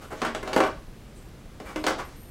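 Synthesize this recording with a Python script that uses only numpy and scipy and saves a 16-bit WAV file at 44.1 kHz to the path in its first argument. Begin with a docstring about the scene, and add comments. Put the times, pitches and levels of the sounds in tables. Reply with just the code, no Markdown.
"""On a table in a small room, small plastic figures are set down into a cardboard box's thin plastic insert.
Each touch is a sharp tick: noise bands ring as the insert's walls, tuned modes as the box and the room, one
short note as the part touched. Slides of a piece or a finger are runs of tiny contacts. Two clusters of clatter
reach the microphone, the ticks and notes with a short room tail, over low rumble, hiss and a faint whine
that comes and goes, almost in mono."""
import sys
import numpy as np
from scipy import signal
from scipy.fft import rfft, irfft
from scipy.io import wavfile
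from scipy.ndimage import uniform_filter1d

SR = 44100
rng = np.random.default_rng(int(sys.argv[2]) if len(sys.argv) > 2 else 0)


def write(x):
    x = np.atleast_2d(x).T
    wavfile.write(sys.argv[1], SR, np.round(np.clip(x, -1, 1) * 32767).astype(np.int16))


N = 101430
TIME = np.arange(N) / SR
RING_SIZE, TAIL_SIZE = SR // 6, SR * 2 // 3  # longest wall ring and room tail, samples
EDGES_HZ = np.geomspace(100, 17000, 16)  # edges of the noise bands
CUTOFF_HZ = 15800  # top of the sound at the microphone


def from_db(db):
    """Decibels to gain."""
    return 10 ** (np.asarray(db) / 20)


def rms_one(x):
    """Scale to an rms of one."""
    return x / np.sqrt(np.mean(x ** 2) + 1e-20)


def at_hz(points, hz):
    """Read a (f/Hz, value) table on a log-frequency axis."""
    f, v = np.transpose(points)
    return np.interp(np.log(hz), np.log(f), v)


def dying(t60, size):
    """Envelope that falls 60 dB in t60 seconds."""
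    return np.exp(-np.log(1000) * TIME[:size] / t60)


def convolve(x, response):
    """Causal convolution, cut to the scene's length."""
    return signal.fftconvolve(x, response)[:N]


def noise_bands(size):
    """Half-octave bands of noise with steady level: (centre Hz, share of the spectrum, noise)."""
    white = rng.standard_normal((2, size + RING_SIZE))
    for k, (low, high) in enumerate(zip(EDGES_HZ, EDGES_HZ[1:])):
        band = signal.butter(2, [low, high], "band", fs=SR, output="sos")
        # neighbouring bands take unrelated noise; the filter's start is dropped
        x = signal.sosfilt(band, white[k % 2])[RING_SIZE:]
        window_s = max(1 / (high - low), 1 / 200)
        power = uniform_filter1d(x ** 2, size=int(SR * window_s))
        yield np.sqrt(low * high), 2 * (high - low) / SR, x / np.sqrt(power + 1e-12)


def coloured_noise(spectrum):
    """Steady noise with the given spectrum; rms 1."""
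    hz = np.maximum(np.arange(N // 2 + 1) * SR / N, 1)
    return rms_one(irfft(rfft(rng.standard_normal(N)) * from_db(at_hz(spectrum, hz)), N))


def narrow_noise(hz, width_hz):
    """Noise gathered around one frequency; rms 1."""
    f = np.arange(N // 2 + 1) * SR / N
    return rms_one(irfft(rfft(rng.standard_normal(N)) / (1 + (2 * (f - hz) / width_hz) ** 2), N))


def clicks(s, db):
    """One click at each time."""
    return np.bincount(np.clip(s * SR, 0, N - 1).astype(int), from_db(db), N)


def ring(x, hz, t60):
    """A two-pole resonator: a unit click sets a dying sine of starting height 1 ringing."""
    r, w = np.exp(-np.log(1000) / (t60 * SR)), 2 * np.pi * hz / SR
    return signal.lfilter([0, np.sin(w)], [1, -2 * r * np.cos(w), r * r], x + 1e-18)


# spectrum of the rumble and hiss in the room: f/Hz, relative level/dB [per Hz]
FLOOR_SPECTRUM = [(12, -33), (20, 0.5), (68, -6), (204, -12.5), (285, -16), (513, -21.5), (849, -28),
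                  (1000, -28.5), (2260, -33), (2670, -34.5), (11400, -45), (12800, -48.5), (16000, -50)]
# spectrum of the hiss that differs between the ears: f/Hz, relative level/dB [per Hz]
SIDE_SPECTRUM = [(30, 17), (120, 9), (400, 8.5), (1200, -1), (4000, 0), (9000, 7), (15000, 4.5)]
FLOOR_DB, HISS_SIDE_DB = -44, -71  # rms levels


def background():
    """Steady rumble and hiss; a trace of opposite-signed hiss gives width."""
    middle = from_db(FLOOR_DB) * coloured_noise(FLOOR_SPECTRUM)
    side = from_db(HISS_SIDE_DB) * coloured_noise(SIDE_SPECTRUM)
    return middle + side * np.array([[1], [-1]])


# when the thin high whine is heard: t/s, length/s, level/dB
WHINE_TIMES = [(0.008, 0.087, -64), (0.078, 0.11, -69), (0.544, 0.15, -61), (0.843, 0.22, -76),
               (1.2, 0.11, -70), (1.65, 0.069, -61), (1.788, 0.06, -60), (2.043, 0.058, -60.5),
               (2.156, 0.17, -58.5)]
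# the whine and the band of hiss below it: f/Hz, width/Hz, relative level/dB
WHINE_BANDS = [(12880, 200, -1.5), (8920, 920, -4.5)]
WHINE_FADE_S = 0.01


def whine():
    """A faint high whine with a band of hiss below it, both narrowed noise, fading in and out."""
    level = 0
    for start, length, db in WHINE_TIMES:
        to_edge = np.minimum(TIME - start, start + length - TIME)
        level = level + from_db(db) * np.clip(to_edge / WHINE_FADE_S, 0, 1)
    return level * sum(from_db(db) * narrow_noise(hz, width) for hz, width, db in WHINE_BANDS)


# how long the small room rings: f/Hz, t60/s
ROOM_DECAY = [(150, 0.54), (500, 0.31), (1500, 0.3), (5000, 0.35), (14000, 0.11)]
# reflections against the direct sound at the microphone: f/Hz, level/dB
ROOM_LEVEL = [(150, -9), (500, -1), (1500, -2), (5000, -1.5), (14000, -3)]
ROOM_ONSET_S, ROOM_BUILD_S = 0.0012, 0.0087  # delay after the direct sound, then time to full strength


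def room(x):
    """Reflections build up within milliseconds and die away band by band."""
    tail, build = 0, np.clip((TIME[:TAIL_SIZE] - ROOM_ONSET_S) / ROOM_BUILD_S, 0, 1)
    for hz, share, noise in noise_bands(TAIL_SIZE):
        shape = dying(at_hz(ROOM_DECAY, hz), TAIL_SIZE) * build
        level = from_db(at_hz(ROOM_LEVEL, hz)) * np.sqrt(share / np.sum(shape ** 2))
        tail = tail + level * noise * shape
    return convolve(x, tail)


# centres of the four contact bands, bass, middle, treble, top: f/Hz
CONTACT_BANDS_HZ = [380, 1300, 4000, 10000]


def force(contacts, hz, scatter_db=0):
    """One click per contact, as strong as its colour is at this frequency."""
    # share of each of the four bands at this frequency
    weights = [np.interp(np.log(hz), np.log(CONTACT_BANDS_HZ), row) for row in np.eye(len(CONTACT_BANDS_HZ))]
    chance_db = scatter_db * rng.standard_normal(len(contacts))
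    return clicks(contacts[:, 0], contacts[:, 1:-2] @ weights + chance_db)


LOW_CUT_HZ = 168  # low cut of the hollow ring and the notes


def low_cut(x):
    """Take the deep bass out of the ringing."""
    return signal.sosfilt(signal.butter(2, LOW_CUT_HZ, "high", fs=SR, output="sos"), x)


# ringing modes of the box and the room: f/Hz, relative level/dB, t60/s
HOLLOW_MODES = [(223, -10.5, .28), (270.5, -7.5, .18), (322, -7, .18), (391.3, -1, 0.26), (439, -6.5, 0.16),
                (532.3, -5, 0.29), (580.5, -11.5, .18), (631, -2.5, .3), (742, -7.5, 0.19), (814, -5, 0.17),
                (1048, -11, 0.21), (1115, -10, 0.23), (1140, -7.5, 0.27), (1349, -10, 0.23),
                (1400, -10.5, 0.2), (1484, -7, 0.18), (1728, -7, 0.21), (2930, -6, .09)]
MODES_DB, MODES_SCATTER_DB = -7, 2.5  # gain on all modes; spread from contact to contact


def hollow_ring(contacts):
    """The longer ring of box and room; each contact strikes each mode a little differently."""
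    out = 0
    for k, (hz, db, t60) in enumerate(HOLLOW_MODES):
        struck = force(contacts, hz, MODES_SCATTER_DB)
        out = out + (-1) ** k * from_db(MODES_DB + db) * ring(struck, hz, t60)
    return out


# strength of the thin walls' dense, short ring: f/Hz, level/dB
WALL_LEVEL = [(120, -29), (190, -15.5), (300, -5), (600, -6.5), (1100, -5.5), (1600, -6.5), (2300, -5.5),
              (3300, -5), (5500, -4), (8000, -1), (11000, -6), (15000, -10)]
# how long the walls ring: f/Hz, t60/s
WALL_DECAY = [(200, 0.16), (1500, 0.087), (5000, 0.081), (14000, 0.045)]
# the walls take a moment to swing up: f/Hz, rise/s
WALL_RISE = [(300, 0.0015), (1500, 0.0013), (6000, 0.0014), (14000, 0.0012)]
TICK_DB, TICK_S = 0, 0.003  # the crack of contact: level against the walls' ring, and length


def walls(contacts):
    """A crack and a dense, quickly dying ring made of noise bands; the lows start more softly."""
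    out, t = 0, TIME[:RING_SIZE]
    for hz, _, noise in noise_bands(N):
        tail = dying(at_hz(WALL_DECAY, hz), RING_SIZE) ** 2
        crack = from_db(TICK_DB) ** 2 * np.exp(-(t / TICK_S) ** 2)
        rise = np.minimum(t / at_hz(WALL_RISE, hz), 1)
        # the powers of overlapping contacts add
        power = convolve(force(contacts, hz) ** 2, (tail + crack) * rise ** 2)
        sound = np.sqrt(np.maximum(power, 1e-20)) * noise
        soften = signal.butter(2, min(2 * hz, CUTOFF_HZ), fs=SR, output="sos")
        out = out + from_db(at_hz(WALL_LEVEL, hz)) * signal.sosfilt(soften, sound)
    return out


NOTE_T60_S, NOTE_DAMPING = 0.087, 0.83  # ring time at 1 kHz; higher notes die sooner by this power


def notes(contacts):
    """The part that is touched rings briefly at a note of its own."""
    out = 0
    for hz in dict.fromkeys(contacts[:, -2]):
        own = contacts[contacts[:, -2] == hz]
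        t60 = NOTE_T60_S * (1000 / hz) ** NOTE_DAMPING
        out = out + ring(clicks(own[:, 0], own[:, -1]), hz, t60)
    return out


# a piece or a finger slides along a wall: t/s, length/s, bass, middle, treble and top level/dB
# (before SLIDE_DB), centre note of the rubbed part f/Hz, its level/dB (before SLIDE_DB)
WALL_SLIDES = [(0.000, 0.060, -49.5, -49.5, -54.5, -60, 1340, -46),
               (0.101, 0.034, -35.5, -35.5, -52.5, -52.5, 599, -39),
               (0.110, 0.2, -61, -47, -52.5, -61.5, 6900, -53),
               (0.221, 0.063, -40, -32, -45, -58, 1680, -37),
               (0.436, 0.095, -37.5, -39.5, -52, -58.5, 710, -59),
               (0.635, 0.032, -32.5, -28, -54, -61, 1520, -32.5),
               (1.147, 0.053, -71, -79, -67, -65, 8300, -49.5),
               (1.639, 0.100, -49, -43, -56, -57, 2120, -45),
               (1.979, 0.030, -39, -32.5, -45, -50.5, 1150, -41),
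               (2.057, 0.11, -68, -58, -60, -64, 5440, -64)]
SLIPS_PER_S, MOST_SLIPS = 810, 400  # contact rate; limit for one slide
SLIDE_DB, SLIP_SCATTER_DB = -9.5, 2.5  # gain on all slides; spread from slip to slip
NOTE_WANDER = .11  # largest share by which a rubbed note wanders


def slips():
    """Each slide is a swelling and fading run of tiny contacts with a wandering note, in rows like the knocks."""
    rows = []
    for start, length, *colour, note_hz, note_db in WALL_SLIDES:
        count = int(np.clip(length * SLIPS_PER_S, 2, MOST_SLIPS))
        place = (np.arange(count) + rng.random(count)) / count  # 0 to 1 along the slide
        swell_db = 10 * np.log10(np.sin(np.pi * place))
        gain_db = SLIDE_DB + swell_db + SLIP_SCATTER_DB * rng.standard_normal(count)
        hz = note_hz * (1 + NOTE_WANDER * rng.choice([-0.97, -0.52, 0.036, 0.51, 1], count))
        for p, d, f in zip(place, gain_db, hz):
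            rows.append((start + p * length, *(np.array(colour) + d), f, note_db + d))
    return rows


# a piece knocks on the insert: t/s, bass, middle, treble and top level/dB,
# note of the struck part f/Hz, its level/dB
INSERT_KNOCKS = [(0.217, -27.5, -24, -33, -47, 236, -27.5), (0.2490, -35, -23.5, -41.5, -43.5, 8300, -38),
                 (0.2664, -36.5, -28, -41, -58, 1170, -29), (0.348, -31, -30, -35.5, -48.5, 7850, -34.5),
                 (0.4285, -33, -33, -47, -49.5, 2106, -36.5), (0.4757, -40, -35, -39.5, -50.5, 4140, -37),
                 (0.5304, -30, -29, -32, -44.5, 2277, -27.5), (0.5330, -32, -41, -59, -47, 4540, -30),
                 (0.5616, -16, -17, -33.5, -38, 409, -17.5), (0.5770, -32, -28, -37, -43, 3190, -29),
                 (0.6028, -17.5, -16.5, -32, -42, 765, -22.5), (0.6355, -34, -27, -36, -51, 1400, -31),
                 (0.6480, -41, -49, -53, -60, 1140, -22.5), (0.6660, -38, -60, -48, -55, 2930, -37),
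                 (1.6000, -36.5, -40.5, -48.5, -58, 589, -38.5),
                 (1.7591, -29, -28.5, -39, -46, 308.7, -26.5),
                 (1.8394, -27.5, -30.5, -33.5, -47.5, 4260, -37),
                 (1.8655, -24, -19, -24.5, -35.5, 1622, -26.5), (1.881, -30.5, -25.5, -38, -38.5, 880, -27),
                 (1.9053, -28, -25.5, -67, -46, 1380, -53), (1.9809, -35, -47, -53, -71, 1560, -48)]


def knocks():
    """Each knock is one sharp contact, with a colour and a note of the struck part."""
    return list(INSERT_KNOCKS)


def scene():
    """Knocks and slides ring the walls and notes, with a room tail; the hollow ring is added directly."""
    contacts = np.array(knocks() + slips())
    clatter = walls(contacts) + low_cut(notes(contacts))
    hollow = low_cut(hollow_ring(contacts))
    return background() + whine() + room(clatter) + hollow + clatter


def record(dry):
    """At the microphone the top is cut steeply, by an elliptic low-pass."""
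    return signal.sosfilt(signal.ellip(12, .1, 80, CUTOFF_HZ, fs=SR, output="sos"), dry)


dry = scene()
out = record(dry)
write(out)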